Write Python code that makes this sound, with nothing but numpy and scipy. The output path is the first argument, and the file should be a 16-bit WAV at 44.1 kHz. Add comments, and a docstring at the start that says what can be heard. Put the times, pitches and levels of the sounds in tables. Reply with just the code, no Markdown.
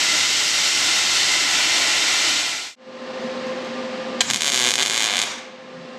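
"""Plasma cutting and wire welding

A plasma torch's turbulent jet hisses as it cuts a steel plate, whistles in the slot and fades out.
A welder's cooling fan fades in, humming. The arc strikes with a rasp, crackles as the wire shorts
into the pool in runs of about 110 shorts a second, then sizzles out in the reverberant workshop.
The pops push a limiter down, so the fan ducks and only slowly comes back."""
import sys
import numpy as np
from scipy import signal
from scipy.fft import rfft, irfft
from scipy.io import wavfile
from scipy.ndimage import uniform_filter1d, minimum_filter1d

SR = 44100
rng = np.random.default_rng(int(sys.argv[2]) if len(sys.argv) > 2 else 0)


def store_wav(level_fs):
    """Save 16-bit WAV to argv[1]."""
    pcm = np.round(np.clip(np.atleast_2d(level_fs), -1, 1) * 32767)
    wavfile.write(sys.argv[1], SR, pcm.T.astype(np.int16))


N = 263718
TIME = np.arange(N) / SR
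STRIKE_S, ARC_END_S = 4.2065, 5.24


def from_db(db):
    """Amplitude ratio: tenfold for every 20 dB."""
    return 10 ** (np.asarray(db) / 20)


def unit_rms(x):
    """Normalisation to a mean power of 1."""
    return x / np.sqrt(np.mean(x ** 2) + 1e-20)


def at_hz(points, hz):
    """Interpolation on a logarithmic frequency axis."""
    table_hz, values = np.transpose(points)
    return np.interp(np.log(hz + 1e-3), np.log(table_hz), values)


def contour(points):
    """Amplitude envelope, interpolated in decibels between (time_s, level_db) points."""
    return from_db(np.interp(TIME, *np.transpose(points)))


def gate(start_s, end_s, attack_s=0.02, release_db_per_s=548):
    """Envelope with a linear attack, a hold and an exponential decay."""
    attack = np.clip((TIME - start_s) / attack_s, 0, 1)
    return attack * from_db(-release_db_per_s * np.maximum(TIME - end_s, 0))


def gaussian(centre_s, sigma_s):
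    """Gaussian envelope: one smooth rise and fall."""
    return np.exp(-.5 * ((TIME - centre_s) / sigma_s) ** 2)


def drift(rate_hz):
    """Random modulation of rms 1: straight lines between random values."""
    knots = rng.standard_normal(int(rate_hz * N / SR) + 2)
    return unit_rms(np.interp(TIME * rate_hz, np.arange(len(knots)), knots))


def colour(x, spectrum, resonances=(), size=16384):
    """Minimum-phase filtering by a broad spectral envelope with narrow peaks and dips on top."""
    hz = np.arange(size // 2 + 1) * SR / size
    peaks_db = sum(db / (1 + (2 * (hz - centre) / width) ** 2) for centre, width, db in resonances)
    cepstrum = irfft(np.log(from_db(at_hz(spectrum, hz) + peaks_db)))
    # folding the cepstrum makes the filter causal
    cepstrum[1:size // 2] *= 2
    cepstrum[size // 2 + 1:] = 0
    response = irfft(np.exp(rfft(cepstrum)))[:size // 2]
    return signal.oaconvolve(x, response)[:N]


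def noise(spectrum, resonances=()):
    """Spectrally shaped white noise of rms 1."""
    return unit_rms(colour(rng.standard_normal(N), spectrum, resonances))


def noise_band(centre_hz, width_hz):
    """Narrow-band noise of rms 1, heard as a rough pitch."""
    edges_hz = [centre_hz - width_hz / 2, centre_hz + width_hz / 2]
    bandpass = signal.butter(2, edges_hz, "band", fs=SR, output="sos")
    return unit_rms(signal.sosfilt(bandpass, rng.standard_normal(N)))


def pulses(events, spectrum):
    """Impulse excitation: one pressure pulse for each (start_s, peak_db)."""
    impulses = np.zeros(N)
    for start_s, peak_db in events:
        impulses[int(start_s * SR)] += from_db(peak_db)
    response = colour(signal.unit_impulse(N), spectrum)
    return colour(impulses, spectrum) / np.abs(response).max()


def resonate(x, modes):
    """Modal superposition: parallel resonators share one drive; the sum has rms 1."""
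    ringing = 0
    for hz, width_hz, db in modes:
        mode = signal.lfilter(*signal.iirpeak(hz, hz / width_hz, fs=SR), x + 1e-18)
        ringing = ringing + from_db(db) * unit_rms(mode)
    return unit_rms(ringing)


def scatter(x, t60_s):
    """Diffuse scattering spreads a sound's energy over dense, decaying reflections."""
    reflections = rng.standard_normal(SR // 8) * from_db(-60 * TIME[:SR // 8] / t60_s)
    return signal.oaconvolve(x, reflections / np.linalg.norm(reflections))[:N]


# Reverberation time of the workshop: frequency_hz, t60_s
WORKSHOP_DECAY = [(100, 0.68), (1000, 0.96), (4000, 0.54), (8000, 0.36), (16000, 0.3)]

def workshop(x, wet_db, build_s=0.0037):
    """Reverberation: a diffuse tail follows the direct sound and dies soonest in the treble."""
    t, hz = TIME[:SR], np.arange(SR // 2 + 1)
    white, tail = rfft(rng.standard_normal(SR)), 0
    for band_hz, t60_s in WORKSHOP_DECAY:
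        band = at_hz([(f, f == band_hz) for f, _ in WORKSHOP_DECAY], hz)
        tail = tail + irfft(white * band, SR) * from_db(-60 * t / t60_s)
    tail = tail * (1 - np.exp(-t / build_s))
    return x + from_db(wet_db) * signal.fftconvolve(x, tail / np.linalg.norm(tail))[:N]


# Spectrum of the air through the fan: frequency_hz, level_db
FAN_AIR = [(24, -49), (60, -34), (130, -16), (190, -4.5), (240, 0.5), (300, -8), (420, -3.5), (800, -9),
           (1200, -11), (1500, -11), (4600, -18.5), (8500, -35.5), (10600, -55), (12200, -57), (14000, -68)]
# Resonances and dips of the welder's case: centre_hz, width_hz, gain_db
CASE_RESONANCES = [(236, 36, 3.5), (385, 45, 4), (450, 40, -3), (790, 35, 3), (1190, 70, 3), (1268, 30, -6),
                   (1520, 70, -4), (1750, 200, 2), (2780, 160, 3)]
# Fan and motor tones: pitch_hz, level_db, waver_db
FAN_TONES = [(242.7, -40, 3.5), (516.7, -32.3, 1.1), (531, -40.5, 0.5), (792, -55, 2), (1036, -50, -0.5),
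             (1061, -47, 3), (1191, -47.5, 4)]

def cooling_fan(air_db=-31):
    """Airflow excites the case's resonances under wavering tones; the two near 520 Hz beat."""
    sound = from_db(air_db) * unit_rms(workshop(noise(FAN_AIR, CASE_RESONANCES), wet_db=-11.5))
    for hz, db, waver_db in FAN_TONES:
        phase = 2 * np.pi * (hz * TIME + rng.random()) + 0.17 * waver_db * drift(8.2)
        tone = from_db(waver_db * drift(18)) * np.sin(phase)
        sound = sound + from_db(db) * unit_rms(tone)
    return sound


def low_bump(level_db=-35):
    """A brief swell of low narrow-band noise is heard as a soft bump after the weld."""
    return from_db(level_db) * noise_band(168, width_hz=35) * gaussian(5.8, sigma_s=.045)


# Touches of the welding gun as it is lined up: start_s, level_db
GUN_TOUCHES = [(3.215, -37), (3.469, -33), (3.648, -32)]
# Spectrum of one touch: frequency_hz, level_db
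TICK_SPECTRUM = [(1500, -17), (4000, -10), (6400, 7), (9000, -19), (12500, -15), (15000, -48)]

def gun_ticks():
    """Light impacts on the steel, with more reverberant than direct sound."""
    return workshop(pulses(GUN_TOUCHES, TICK_SPECTRUM), wet_db=2)


# Resonances of the slot: pitch_hz, width_hz, level_db
SLOT_MODES = [(1985, 15, -3.5), (2032, 17, -2), (2081, 18, 2.5)]
# Envelope of the hoarse whistle: time_s, level_db
WHISTLE_ENVELOPE = [(0.1, -30.5), (0.45, -35), (0.62, -32), (0.75, -34), (0.9, -33), (1.2, -31),
                    (1.34, -26), (1.47, -34.5), (1.95, -32), (2.3, -33.5), (2.55, -36)]

def slot_whistle():
    """Flow-excited resonance: the jet blows across the slot's edge and sounds a cluster of modes."""
    air = noise([(1500, -41), (1900, 1), (2200, 1), (2700, -39.5)])
    return contour(WHISTLE_ENVELOPE) * resonate(air, SLOT_MODES)


# Spectra of the jet, the roar in the slot and the hiss of spark sprays: frequency_hz, level_db
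JET_SPECTRUM = [(24, -77), (45, -42), (62, -23.5), (110, -19), (170, -20), (230, -15.5), (320, -15.5),
                (500, -17.5), (800, -14.5), (1150, -12.5), (2000, -6.5), (3300, -5), (4200, -5),
                (5500, -3.5), (7900, -8.5), (10500, -24.5), (12500, -27), (14300, -60), (16000, -76)]
ROAR_SPECTRUM = [(100, -26), (300, -5), (450, -8.5), (850, -2), (1200, -5), (2100, 3.5), (3200, -1),
                 (6000, -52), (13000, -78)]
SPARK_SPECTRUM = [(1800, -35), (2900, 0), (3650, 3), (4400, 3), (6000, -39), (13000, -75)]
# Envelopes of the roar and the sprays: time_s, level_db
ROAR_ENVELOPE = [(0.05, -29), (0.35, -38.5), (0.74, -38), (0.9, -29), (1.12, -33.5), (1.33, -29.5),
                 (1.47, -27.5), (1.68, -26), (2.0, -25.5), (2.25, -28.5)]
SPARK_ENVELOPE = [(0.12, -29), (0.4, -30), (0.68, -48), (0.89, -25.5), (1.0, -31), (1.14, -26.5),
                  (1.3, -27), (1.45, -30), (1.75, -28), (2.0, -31.5), (2.25, -28.5)]
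# Narrow peaks and dips that room reflections give the jet's hiss: centre_hz, width_hz, gain_db
ROOM_COMB = [(325, 45, 5), (615, 25, 5), (725, 70, 3), (851, 35, 5), (925, 35, -7), (1000, 80, 3),
             (1170, 50, -4), (1340, 30, 7), (1430, 90, 5), (1620, 70, -5), (1992, 26, 3), (2049, 24, 2),
             (2093, 24, 3), (2150, 35, 1.5), (2394, 18, 6.5), (2465, 50, -4), (2678, 22, 4), (2746, 40, 6),
             (3021, 24, 5), (3160, 50, 2.5), (3360, 25, 4), (3440, 50, -2.5), (3545, 60, 3), (3647, 30, 3),
             (3730, 90, 2), (4295, 18, 7.5), (4402, 26, 6), (4740, 70, -3), (4920, 60, 3), (5636, 18, 6),
             (6000, 70, -4)]

def plasma_torch(jet_db=-19.5, sag_db_per_s=0.5, flutter_db=0.44):
    """Turbulent jet noise is coloured by room reflections; roar and sparks surge as the cut opens."""
    jet = from_db(jet_db - sag_db_per_s * TIME) * noise(JET_SPECTRUM, ROOM_COMB)
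    roar = contour(ROAR_ENVELOPE) * noise(ROAR_SPECTRUM, ROOM_COMB)
    sparks = contour(SPARK_ENVELOPE) * noise(SPARK_SPECTRUM, ROOM_COMB)
    flutter = from_db(flutter_db * drift(25.4))
    return workshop((jet + roar + sparks) * flutter, wet_db=-11.0)


# Spectrum of the gas round the weld pool: frequency_hz, level_db
GAS_SPECTRUM = [(24, -31), (70, -10), (120, -1.5), (170, -6), (235, 8.5), (320, -9), (500, -45),
                (2000, -56)]

def gas_flutter(level_db=-34, puff_db=12):
    """Unsteady gas flow rumbles while the arc burns, with one puff at the first shorts."""
    level = from_db(level_db + puff_db * gaussian(4.335, sigma_s=.04))
    return level * gate(STRIKE_S, ARC_END_S) * noise(GAS_SPECTRUM)


def arc_singing(level_db=-22):
    """The long arc sings thinly, in a narrow band of noise, just before the shorts begin."""
    return from_db(level_db) * noise_band(7250, width_hz=750) * gaussian(4.282, sigma_s=.018)


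# Spectrum of the open arc: frequency_hz, level_db
HISS_SPECTRUM = [(40, -15), (100, -7), (400, -3.5), (1100, 8), (1750, 6), (2500, 5), (3650, 5), (4100, 4),
                 (6600, 5.5), (7500, -5), (8500, -2), (10600, -24), (12000, -20), (14500, -42)]
# Resonances of the gas nozzle: centre_hz, width_hz, gain_db
NOZZLE_RESONANCES = [(1260, 160, 1), (2180, 160, 1.5), (3740, 200, 4), (7450, 400, 1)]

def arc_hiss(burn_db=-28, flare_db=-16.5, sizzle_db=-18, sputter_db=2.0):
    """Amplitude-modulated noise: the arc flares and hisses harder in each run; the hot pool sizzles on."""
    burning = from_db(burn_db) * gate(STRIKE_S, ARC_END_S)
    flare = from_db(flare_db) * gate(4.258, 4.305, attack_s=0.051, release_db_per_s=150)
    feeding = [from_db(hiss_db) * gate(start_s, end_s) for start_s, end_s, *_, hiss_db in SHORT_RUNS]
    sizzle = from_db(sizzle_db) * gate(ARC_END_S, ARC_END_S + 0.088, release_db_per_s=173)
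    envelope = np.max([burning, flare, *feeding, sizzle], axis=0)
    sputter = from_db(-sputter_db * drift(120))
    return workshop(envelope * sputter * noise(HISS_SPECTRUM, NOZZLE_RESONANCES), wet_db=-7.5)


# Spurts of burning wire, three at the strike and one in mid-weld: centre_s, sigma_s, level_db, cutoff_hz
WIRE_SPURTS = [(4.2086, 0.0012, -1, 9000), (4.2131, 0.0011, -7.5, 7500), (4.2176, 0.0024, -4.5, 4200),
               (4.817, .004, -8, 4500)]
# Spectrum of their rasp: frequency_hz, level_db
RASP_SPECTRUM = [(100, -19), (900, -8), (1700, -3.5), (3500, -4), (7400, -3.5), (9000, -19), (12000, -40),
                 (15500, -46)]
# Modes of the steel tube: pitch_hz, width_hz, level_db
TUBE_MODES = [(1590, 46, -7), (3190, 36, 1), (4060, 24, 0.5), (7270, 200, -3)]

def arc_strike(ring_db=-5.5):
    """Transient excitation: the wire burns off in noise bursts and the tube rings on in its modes."""
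    source, rasp = noise(RASP_SPECTRUM, FRAME_RESONANCES), 0
    for centre_s, sigma_s, db, cutoff_hz in WIRE_SPURTS:
        spurt = from_db(db) * gaussian(centre_s, sigma_s) * source
        rasp = rasp + signal.lfilter(*signal.butter(2, cutoff_hz, fs=SR), spurt + 1e-18)
    ringing = from_db(ring_db) * np.std(rasp) * resonate(rasp, TUBE_MODES)
    return workshop(rasp + ringing, wet_db=-13.0)


# Single pops, where the wire stubs and the arc relights hard: start_s, relative_level_db
SINGLE_POPS = [(4.21, -8), (4.214, -4), (4.218, -18), (4.3017, -1), (4.31, 3.5), (4.335, 2), (4.3447, 2.5),
               (4.36, 1), (4.3711, -8), (4.42, 2), (4.4792, 0.5), (4.5202, -0.5), (4.5444, 1.5),
               (4.7073, 3), (4.717, 1), (4.739, 4), (4.7558, 3.5), (4.8177, -4), (4.8247, 3), (4.83, 4.5),
               (4.8366, -4), (4.861, 3), (4.8984, 2), (4.9777, 3), (5.023, 1.5), (5.0423, 2.5), (5.1686, 2),
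               (5.1907, 2), (5.2169, 2)]
# Crackling runs; heft is the knock of heavy drops relative to the short's level:
# start_s, end_s, rate_hz, relative_level_db, heft_db, hiss_db
SHORT_RUNS = [(4.408, 4.4577, 81, -0.5, -17, -20), (4.4648, 4.5005, 135, -1.5, -16, -22),
              (4.52, 4.592, 127, -2, -23, -22), (4.6000, 4.6972, 123, -2, -13, -26.5),
              (4.7808, 4.812, 120, -0.5, -8, -16), (4.8522, 4.8806, 107, -0.5, -15, -21),
              (4.9087, 4.9704, 115, -1, -13, -18), (4.9873, 5.069, 109, -0.5, -11.5, -19),
              (5.0778, 5.1575, 99, -2, -5, -17.5), (5.181, 5.1997, 96, -1, -5, -24),
              (5.2164, 5.237, 109, -3, -8.5, -24)]

def short_circuits(jitter_s=.0004, spread_db=1.6, heft_spread_db=1.5, single_heft_db=-19):
    """Evenly fed wire shorts almost periodically; gives rows of (start_s, level_db, heft_db)."""
    shorts = [(start_s, db, single_heft_db) for start_s, db in SINGLE_POPS]
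    singles_s = np.array(SINGLE_POPS)[:, 0]
    for start_s, end_s, rate_hz, db, heft_db, _ in SHORT_RUNS:
        for beat_s in np.linspace(start_s, end_s, round((end_s - start_s) * rate_hz) + 1):
            late, stronger, heavier = rng.uniform(-1, 1, 3) * (jitter_s, spread_db, heft_spread_db)
            if np.abs(singles_s - beat_s).min() > .5 / rate_hz:  # a nearby single pop takes the beat
                shorts.append((beat_s + late, db + stronger, heft_db + heavier))
    return np.array(shorts)


# Spectra of the arc's crack and of a heavy drop's duller knock: frequency_hz, level_db
CRACK_SPECTRUM = [(40, -66), (125, -13.5), (260, -10), (400, -13.5), (1000, -10), (2000, -4.5),
                  (3400, -1.5), (5500, -4.5), (7100, -2.5), (8600, -10), (9700, -7.5), (10600, -30.5),
                  (11500, -17), (13500, -35), (15500, -54.5)]
KNOCK_SPECTRUM = [(40, -52), (100, -19), (250, -14.5), (700, -0.5), (1100, -0.5), (1600, 0), (2300, 2.5),
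                  (3500, 3.5), (4800, -1.5), (7000, -33.5)]
# Early reflections from hard surfaces near the arc: delay_s, relative_level_db
EARLY_REFLECTIONS = [(.002, -26), (.00365, -21), (.0046, -25), (.00535, -18), (.007, -19)]
# Resonances and dips of the frame of steel tubes: centre_hz, width_hz, gain_db
FRAME_RESONANCES = [(380, 40, 3), (560, 70, 2), (790, 60, 1.5), (920, 70, -3), (1370, 110, -7),
                    (1600, 170, 3), (1900, 110, -4), (2150, 110, 4.5), (2400, 80, 2.5), (2670, 100, -8),
                    (3200, 90, 4.5), (3560, 110, 2.5), (3780, 140, 2.5), (4030, 90, 2.5), (4270, 180, -4),
                    (4580, 200, 2), (5740, 90, 4), (6150, 260, -4), (6450, 90, 5), (6620, 90, 5),
                    (6850, 140, 3), (7050, 150, -3), (7350, 150, 2.5), (7620, 150, -2.5), (8200, 120, -5),
                    (8460, 160, 4), (8750, 140, -6)]

def arc_pops(gain_db=14.0, dulling=0.62, smear_hz=3900, pole_radius=0.67, ring_db=-14):
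    """Each relighting radiates a pressure pulse; the frame rings briefly and the room reflects it."""
    start_s, db, heft_db = short_circuits().T
    # heavy drops trade some of the bright crack for a dull knock
    crack_db = db + 20 * np.log10(np.clip(1 - dulling * from_db(heft_db), 1e-3, 1))
    cracks = pulses(zip(start_s, crack_db), CRACK_SPECTRUM)
    knocks = pulses(zip(start_s, db + heft_db), KNOCK_SPECTRUM)
    pops = from_db(gain_db) * (cracks + knocks)
    # two all-passes disperse each pulse into a push, a pull and a rebound
    poles = [1, -2 * pole_radius * np.cos(2 * np.pi * smear_hz / SR), pole_radius ** 2]
    for _ in range(2):
        pops = signal.lfilter(poles[::-1], poles, pops)
    echoes = sum(from_db(echo_db) * np.interp(TIME - delay_s, TIME, pops, left=0)
                 for delay_s, echo_db in EARLY_REFLECTIONS)
    ringing = from_db(ring_db) * scatter(pops, t60_s=0.08)
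    room = workshop(pops, wet_db=-9.0) - pops
    reflected = colour(echoes + ringing + room, [(200, 7.5), (1500, -0.5), (5000, 3.5), (10000, 5.0)])
    return colour(pops + reflected, [(200, 0), (10000, 0)], FRAME_RESONANCES)


def limiter(x, ceiling_db=-0.1, release_db_per_s=10.5):
    """Look-ahead limiting: the gain drops just before each peak and creeps back up."""
    over_db = np.maximum(20 * np.log10(np.abs(x) + 1e-9) - ceiling_db, 0)
    recovery_db = release_db_per_s * TIME
    held_db = np.maximum.accumulate(over_db + recovery_db) - recovery_db
    gain_db = uniform_filter1d(minimum_filter1d(-held_db, size=129), size=129)
    return x * from_db(gain_db)


def stereo_spread(mid, side_spectrum):
    """Mid-side stereo: a faint diffuse copy is added to the two channels in opposite polarity."""
    side = colour(scatter(mid, t60_s=0.058), side_spectrum)
    return np.array([mid + side, mid - side])


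# A faint difference between the two channels of the nearly mono sound, mostly in the top treble: frequency_hz,
# side_to_mid_db
FIRST_SPREAD = [(30, -11), (150, -28), (500, -40), (1200, -48), (2300, -68), (5000, -69), (9000, -43),
                (12000, -0.5), (16000, 2)]
SECOND_SPREAD = [(30, -20), (120, -45), (400, -54), (2800, -71), (4500, -30), (8000, -23), (10500, -17),
                 (12000, -4), (16000, 1)]

def scene(silence_s=2.7565, fade_out_s=0.45, fade_in_s=0.49):
    """Superposition of sources: cutting fades to silence, then welding fades in."""
    fade_out = np.clip((silence_s - TIME) / fade_out_s, 0, 1)
    fade_in = np.clip((TIME - silence_s) / fade_in_s, 0, 1)
    cutting = plasma_torch() + slot_whistle()
    arc = arc_strike() + arc_pops() + arc_hiss() + gas_flutter() + arc_singing()
    welding = limiter(cooling_fan() + gun_ticks() + arc + low_bump())
    first = stereo_spread(cutting * fade_out, FIRST_SPREAD)
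    second = stereo_spread(welding * fade_in, SECOND_SPREAD)
    return first + second


def record(dry, notch_hz=9060, notch_width_hz=650, cutoff_hz=15800):
    """Band limiting: the microphone port cuts a narrow notch and a steep low-pass removes the top."""
    notched = signal.lfilter(*signal.iirnotch(notch_hz, notch_hz / notch_width_hz, fs=SR), dry)
    return signal.sosfilt(signal.ellip(10, .1, 80, cutoff_hz, fs=SR, output="sos"), notched)


dry = scene()
out = record(dry)
store_wav(out)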